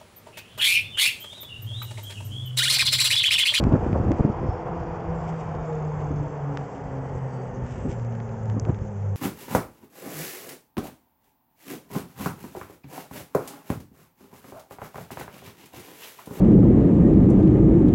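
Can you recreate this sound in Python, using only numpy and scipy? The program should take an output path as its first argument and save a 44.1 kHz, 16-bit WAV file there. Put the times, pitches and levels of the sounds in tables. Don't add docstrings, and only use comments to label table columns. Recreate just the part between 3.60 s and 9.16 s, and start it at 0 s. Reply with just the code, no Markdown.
import sys
import numpy as np
from scipy import signal
from scipy.fft import rfft, irfft, next_fast_len
from scipy.io import wavfile
from scipy.ndimage import uniform_filter1d

SR = 44100
rng = np.random.default_rng(int(sys.argv[2]) if len(sys.argv) > 2 else 0)


def field_ratio(decibels):
    return 10 ** (np.asarray(decibels, dtype=float) / 20)


def dump_mix(stems):
    frames = np.atleast_2d(stems).T
    limited = np.clip(frames, -1, 1)
    pcm = np.round(limited * 32767).astype(np.int16)
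    wavfile.write(sys.argv[1], SR, pcm)


N = 245177
TIME = np.arange(N) / SR

# t/s, f/Hz, level/dB
INSECT_PASSES = [
    (1.5, 6700, -90),
    (1.9, 6650, -73),
    (2.2, 6560, -68),
    (2.7, 6330, -70),
    (3.2, 6300, -76),
    (3.9, 6350, -72),
    (5.0, 6550, -70.5),
    (5.56, 6400, -71),
]
# t/s, length/s, start f/Hz, end f/Hz, level/dB
CHIRP_GLIDES = [
    (0.8, 0.24, 5150, 5530, -68),
    (3.674, 0.2, 4650, 4570, -70.5),
]
# t/s, middle-range level/dB, treble level/dB
FRAME_TICKS = [(0.039, -32.5, -45), (0.1287, -42.5, -66), (.3297, -39, -65), (0.5181, -36.5, -46.5),
               (1.096, -56.5, -72), (1.891, -56, -64), (1.951, -50, -59), (2.1275, -47, -72),
               (2.404, -59, -62.5), (2.628, -54, -67), (2.9729, -32, -49), (4.0657, -48, -67),
               (4.397, -50, -65), (4.4487, -48.5, -56), (4.5246, -53, -59.5), (4.552, -49.5, -56),
               (4.6026, -44.5, -71), (4.6922, -46, -65), (4.857, -52, -55.5), (4.899, -41.5, -55.5),
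               (4.9974, -50, -34.5), (5.0516, -40, -55.5), (5.0955, -44.5, -74.5), (5.1458, -44, -68),
               (5.189, -54, -66)]
# t/s, length/s, level/dB
LOOSE_RATTLES = [(.15, 0.75, -64.5), (1.746, 0.3, -63), (0.261, 0.062, -63.5), (0.588, 0.033, -58),
                 (1.641, 0.024, -59), (1.69, 0.031, -56), (1.806, 0.019, -58), (2.411, 0.017, -58.5),
                 (2.998, 0.1, -63.5), (4.078, 0.032, -59.5), (4.122, 0.029, -58), (4.15, 0.17, -59.5),
                 (3.15, 0.084, -62), (4.313, 0.038, -52)]
# t/s, length/s, level/dB
CONTROLLER_WHINE = [(1.8, .25, -75), (2.1, .2, -73), (2.37, .25, -71), (2.7, .2, -71), (3.0, .3, -74),
                    (3.35, .4, -72)]
# t/s, length/s, lower side band f/Hz, level/dB
CONTROLLER_HUNTING = [(3.572, 0.057, 7270, -71.5), (3.725, 0.28, 7870, -71), (4.15, 0.49, 7600, -76.5),
                      (4.25, 0.082, 7660, -63), (4.385, .14, 7320, -68.5), (4.9, 1.4, 7350, -74),
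                      (5.15, 0.15, 7380, -73)]
# f/Hz, level/dB per Hz
RUMBLE_SPECTRUM = [(20, -21), (40, -3), (70, 0.5), (110, 0), (160, -12), (250, -17.5), (400, -16)]
# f/Hz, level/dB per Hz
FLUTTER_SPECTRUM = [(70, -15), (120, -7), (200, 5.5), (320, -1), (450, -9), (800, -28.5)]
# f/Hz, level/dB per Hz
GUST_TOP_SPECTRUM = [(300, -11), (500, 0), (750, -9.5), (1100, -15.5), (2000, -32.5)]
# t/s, length/s, rumble level/dB
WIND_EDDIES = [(.05, .14, -20.5), (.2, 0.099, -27), (.36, 0.2, -23.5), (.49, 0.09, -21), (.6, 0.017, -17.5),
               (.69, .16, -47), (.85, 0.18, -29.5), (.92, 0.043, -31), (1.19, 0.061, -32.5),
               (1.29, 0.14, -35.5), (1.5, 0.071, -29.5), (1.61, .16, -38.5), (1.88, 0.087, -39),
               (1.98, 0.076, -32), (2.19, .12, -39), (2.4, .14, -34), (2.56, 0.15, -30), (3.25, .08, -40),
               (3.38, .2, -38.5), (3.55, 0.054, -30), (3.94, 0.09, -37), (4.04, 0.033, -28),
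               (4.2, 0.11, -31), (4.3, 0.028, -25.5), (4.4, 0.1, -38), (4.65, 0.25, -43), (4.95, 0.27, -36),
               (5.1, 0.047, -25.5), (5.23, 0.094, -32.5)]
# t/s, length/s, flutter level/dB, relative brightness level/dB
HARD_GUSTS = [(.0, .05, -20, -3.5), (0.063, .06, -20.5, -12), (0.139, 0.051, -18, -7.5),
              (0.238, 0.046, -26.5, -4), (0.297, .08, -27, -16), (0.358, 0.027, -24, 3.5),
              (.43, 0.14, -28, -5.5), (0.507, 0.065, -18.5, -13), (0.597, 0.016, -18, -7),
              (0.665, 0.061, -21.5, -15.5), (0.835, 0.038, -24.5, -10), (0.896, 0.034, -33, 0),
              (1.974, 0.05, -37.5, 3), (2.526, 0.033, -32.5, -13), (3.972, 0.028, -35, -10),
              (4.268, 0.036, -24, -12), (4.318, 0.016, -32.5, -14), (4.963, .06, -28.5, -9.5),
              (5.084, 0.034, -27, -2.5), (5.111, 0.021, -30, -8), (5.14, 0.035, -40, -18)]
# t/s, peak level/dB, f/Hz (negative for suction)
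PRESSURE_KICKS = [(0.051, -12, -110), (0.135, -20, 163), (.137, -5.5, -110), (0.141, -5, 173),
                  (0.33, -9, 173), (0.402, -11, 115), (0.507, -9.5, 202), (0.608, -6, 176),
                  (0.651, -8.5, -170), (0.7, -11.5, 127), (0.845, -14, -150), (.89, -13, 81),
                  (5.0943, -10, 136), (5.103, -16, 237), (5.219, -16.5, 96)]
# f/Hz, level/dB per Hz
ROAR_FAST_SPECTRUM = [(18, -40), (30, -14.5), (109, -8.5), (155, -4.5), (178, -6.5), (209, -16), (249, -17),
                      (292, -14.5), (336, -15.5), (426, -10), (479, -5.5), (561, -14.5), (726, -8.5),
                      (958, -13.5), (3400, -44.5), (4420, -74), (7480, -120)]
# f/Hz, level/dB per Hz
ROAR_SLOW_SPECTRUM = [(18, -47.5), (30, -17.5), (70, -23), (118, -8.5), (149, -4), (221, -16), (329, -33),
                      (393, -11.5), (461, -15.5), (540, -12), (596, -21), (885, -18.5), (997, -26),
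                      (1670, -32.5), (3400, -50.5), (4420, -87), (7480, -120)]
# f/Hz, level/dB per Hz
HISS_SPECTRUM = [(2500, -12.5), (3300, -16), (4000, -7.5), (4700, -3), (5500, -4.5), (6500, -6), (7300, -6),
                 (7900, -20.5), (8500, -9), (9000, -25.5)]
# t/s, length/s, level/dB
GEAR_LOAD = [
    (.1, 1.2, -63),
    (2.15, 1.1, -63),
    (3.1, 0.7, -69.5),
    (4.0, 1.2, -60.5),
]
# multiple of tread pitch [1], level/dB
GEAR_MULTIPLES = [(14.5, -2.5), (15.7, -7), (23.1, -14.5)]
# t/s, length/s, level/dB
TREAD_BEATS = [(.99, 0.054, -43.5), (1.16, 0.071, -32.5), (1.3, 0.076, -37), (1.51, 0.098, -29),
               (1.72, 0.2, -31.5), (1.92, 0.1, -32.5), (2.2, 0.37, -30.5), (2.42, 0.3, -32),
               (2.6, 0.098, -27.5), (2.88, 0.22, -29), (3.04, 0.092, -45), (3.41, 0.17, -32),
               (3.62, 0.22, -31), (3.8, 0.13, -32.5), (3.98, 0.12, -34.5), (4.05, 0.042, -36),
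               (4.14, 0.16, -38.5), (4.45, 0.17, -29), (4.62, 0.49, -33.5), (4.92, 0.12, -25),
               (5.03, 0.022, -23.5), (5.12, 0.1, -27.5), (5.25, .15, -36), (5.5, 0.22, -25.5)]
# t/s, length/s, level/dB
TREAD_OVERTONES = [
    [(.6, 0.59, -39), (1.15, 0.7, -43), (2.59, 0.18, -39.5), (2.95, 0.12, -39), (3.27, 0.33, -43.5),
     (3.6, 0.89, -47), (4.1, 0.3, -46), (4.75, 0.65, -40), (5.3, 0.19, -39.5), (5.53, .1, -45)],
    [(.85, .15, -43.5), (1.15, 0.49, -47.5), (1.62, .3, -44), (1.98, 0.09, -39.5), (2.18, 0.26, -38),
     (2.85, 0.51, -46.5), (3.7, .8, -54)],
]

FULL_SPEED_HZ, LIFT_OFF_S, SLOWING_HZ_PER_S = 167.6, 1.4, 16.7
SWITCH_HZ = 8000


def rms_one(x):
    return x / np.sqrt(np.mean(x ** 2) + 1e-20)


def in_time(rows):
    s, *columns = np.transpose(rows)
    return [np.interp(TIME, s, c) for c in columns]


def drift(rate):
    r = np.exp(-80 * np.pi * rate / SR)
    noise = rng.standard_normal(N // 40 + 2002)
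    slow = signal.lfilter([1], [1, -2 * r, r * r], noise)[2000:]
    return np.interp(np.arange(N) / 40, np.arange(len(slow)), rms_one(slow))


def band(x, low_hz, high_hz):
    return signal.sosfilt(signal.butter(2, [low_hz, high_hz], "band", fs=SR, output="sos"), x)


def coloured(spectrum, patchy_db, rate):
    size = next_fast_len(N, True)
    hz = np.maximum(np.fft.rfftfreq(size, 1 / SR), 1)
    points = np.array(spectrum)
    level_db = np.interp(np.log(hz), np.log(points[:, 0]), points[:, 1], left=-120, right=-120)
    shaped = rfft(rng.standard_normal(size)) * field_ratio(level_db)
    out, together = 0, drift(rate)
    for octave in range(4, 15):
        distance = np.clip(np.log2(hz) - octave, -1, 1)
        share = np.cos(np.pi / 2 * distance) ** 2
        if np.any(np.abs(shaped * share) > 1):
            flicker_db = patchy_db * (1.04 * together + 0.44 * drift(rate))
            out = out + irfft(shaped * share, size)[:N] * field_ratio(flicker_db)
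    return rms_one(out)


def tone(hz):
    return np.sqrt(2) * np.sin(2 * np.pi * np.cumsum(hz) / SR + rng.uniform(0, 2 * np.pi))


def steady(hz):
    return np.full(N, hz)


def blur(width_hz):
    lowpass = signal.butter(2, width_hz, fs=SR, output="sos")
    return rms_one(signal.sosfilt(lowpass, rng.standard_normal(N)))


def evened(x, size):
    power = uniform_filter1d(uniform_filter1d(x ** 2, size=size), size=size)
    return rms_one(x / np.sqrt(power + 0.059))


def swells(rows, rest_db=-200):
    t = TIME[::32]
    power = sum(field_ratio(db) ** 2 * np.exp(-np.abs((t - s) / (length / 2)) ** 2.02) for s, length, db in rows)
    return np.interp(TIME, t, np.sqrt(power + field_ratio(rest_db) ** 2))


def tread_pitch():
    hz = FULL_SPEED_HZ - SLOWING_HZ_PER_S * np.maximum(TIME - LIFT_OFF_S, 0)
    return uniform_filter1d(hz, size=SR // 2, mode="nearest")


def insects():
    hz, db = in_time(INSECT_PASSES)
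    near = np.clip((3.1 - TIME) / 0.4, 0, 1)
    stroke = np.sin(2 * np.pi * np.cumsum(41 * (1 + 0.03 * drift(3))) / SR)
    throb = 0.3 + np.maximum(stroke, 0) ** 2.2
    caller = rms_one(throb * (1.0 + blur(300)))
    blend = field_ratio(2.8 * drift(45)) * blur(380)
    buzz = near * caller + (1 - near) * blend
    return field_ratio(db) * (TIME > INSECT_PASSES[0][0]) * buzz * tone(hz)


def chirps():
    out = np.zeros(N)
    for s, length, start_hz, end_hz, db in CHIRP_GLIDES:
        part = np.clip((TIME - s) / length, 0, 1)
        envelope = (0.95 + 0.35 * blur(70)) * np.sin(np.pi * part)
        out += field_ratio(db) * envelope * tone(start_hz + (end_hz - start_hz) * part)
    return out


def frame():
    middle, treble, t = np.zeros(N), np.zeros(N), TIME[:SR // 50]
    for s, middle_db, treble_db in FRAME_TICKS:
        snap = (rng.standard_normal(len(t)) * 0.34 + (t == 0) * 3) * np.exp(-t / 0.0012)
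        at = round(s * SR)
        middle[at:at + len(t)] += field_ratio(middle_db + 23) * snap
        treble[at:at + len(t)] += field_ratio(treble_db + 20) * snap
    ticks = band(middle, 680, 2130) + band(band(treble, 4700, 7600), 5100, 18000)
    struck = rng.random(N) < 4000 / SR
    clicks = struck * rng.standard_normal(N) * field_ratio(2.4 * rng.standard_normal(N))
    rattle = rms_one(band(clicks, 1500, 3100)) * 1.03 + rms_one(band(clicks, 4900, 8900)) * 0.82
    return ticks + swells(LOOSE_RATTLES) * rattle


def controller():
    out = field_ratio(-82.5 + 3.5 * drift(30)) * blur(60) * tone(steady(SWITCH_HZ))
    ping = [(1.59, 0.07, -68)]   # t/s, length/s, level/dB
    climbing_hz = 7180 + 288 * (TIME - 1.7)
    for rows, hz in ((ping, steady(7320)), (CONTROLLER_WHINE, climbing_hz)):
        upper = field_ratio(-4 + 1.5 * drift(9)) * tone(2 * SWITCH_HZ - hz)
        out += swells(rows) * field_ratio(-1.5 + 3.0 * drift(14)) * (tone(hz) + upper)
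    flutter, low, high = field_ratio(2.5 * drift(35)), blur(120), blur(200)
    for s, length, hz, db in CONTROLLER_HUNTING:
        pair = low * tone(steady(hz)) + high * tone(steady(2 * SWITCH_HZ - hz))
        out += swells([(s, length, db)]) * flutter * pair
    return out


def wind():
    rumble = evened(coloured(RUMBLE_SPECTRUM, patchy_db=0.0, rate=4), size=SR // 25)
    out = swells(WIND_EDDIES, rest_db=-50.5) * field_ratio(-1.2) * rumble
    flutter = evened(coloured(FLUTTER_SPECTRUM, patchy_db=2.5, rate=87), size=SR // 50)
    top = coloured(GUST_TOP_SPECTRUM, patchy_db=1.0, rate=100)
    lumps_db = 3.3 * drift(40)
    gust = swells([row[:3] for row in HARD_GUSTS])
    bright = swells([(s, length, db + bright_db - 1.5) for s, length, db, bright_db in HARD_GUSTS])
    out += field_ratio(lumps_db - 3.12) * (gust * flutter + bright * top)
    lead = SR // 100
    for s, db, hz in PRESSURE_KICKS:
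        turns = (TIME[:SR // 10] - lead / SR) * abs(hz)
        decay = np.exp(-np.abs(turns) / np.where(turns < 0, 0.2, 0.55))
        kick = np.sign(hz) * np.cos(2 * np.pi * turns) * decay
        kick = uniform_filter1d(kick, size=9)
        at = round(s * SR) - lead
        out[at:at + len(kick)] += field_ratio(db) * kick
    return out


def rolling():
    octaves = np.log2(tread_pitch() / FULL_SPEED_HZ)
    road_db, hiss_db = -37.5 + 12 * octaves, -72.5 + 2 * octaves
    slowing = np.pi / 2 * np.clip((TIME - 2.1) / 2.71, 0, 1)
    roar = np.cos(slowing) * coloured(ROAR_FAST_SPECTRUM, patchy_db=0.65, rate=21)
    roar += field_ratio(3.0) * np.sin(slowing) * coloured(ROAR_SLOW_SPECTRUM, patchy_db=0.54, rate=11)
    hiss = coloured(HISS_SPECTRUM, patchy_db=1.5, rate=29)
    thinning = np.clip(0.76 * octaves, -1, 0)
    hiss = hiss + thinning * band(hiss, 3600, 5900)
    return field_ratio(road_db + 4.5) * roar + field_ratio(hiss_db + 6.5) * hiss


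def drivetrain():
    hz = tread_pitch()
    waver = hz * (1 + 0.00602 * drift(8.06))
    tread = swells(TREAD_BEATS, rest_db=-51) * field_ratio(0.56 * drift(13)) * tone(waver)
    for k, rows in enumerate(TREAD_OVERTONES):
        tread += swells(rows) * field_ratio((2.5 + 0.98 * k) * drift(9.8)) * tone((k + 2) * waver)
    gears = np.zeros(N)
    for multiple, db in GEAR_MULTIPLES:
        gears += field_ratio(db + 1.9 * drift(5.2)) * tone(multiple * hz * (1 + 0.0015 * drift(5.9)))
    unburied = np.clip(TIME / 0.9, 0, 1)
    return tread * unburied + swells(GEAR_LOAD) * gears


def scene():
    roadside = insects() + chirps()
    cart = frame() + controller() + rolling() + drivetrain()
    return (roadside + wind() + cart)[None]


def low_pass(x):
    return signal.sosfilt(signal.butter(12, 8800, fs=SR, output="sos"), x)


def record(dry):
    cut = signal.sosfilt(signal.butter(2, 28, "high", fs=SR, output="sos"), dry)
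    cut = cut - 0.54 * signal.lfilter(*signal.iirpeak(4030, 5.0, fs=SR), cut)
    cut = signal.sosfilt(signal.cheby2(8, 50, 9600, fs=SR, output="sos"), cut)
    return low_pass(cut)


dry = scene()
out = record(dry)
dump_mix(out)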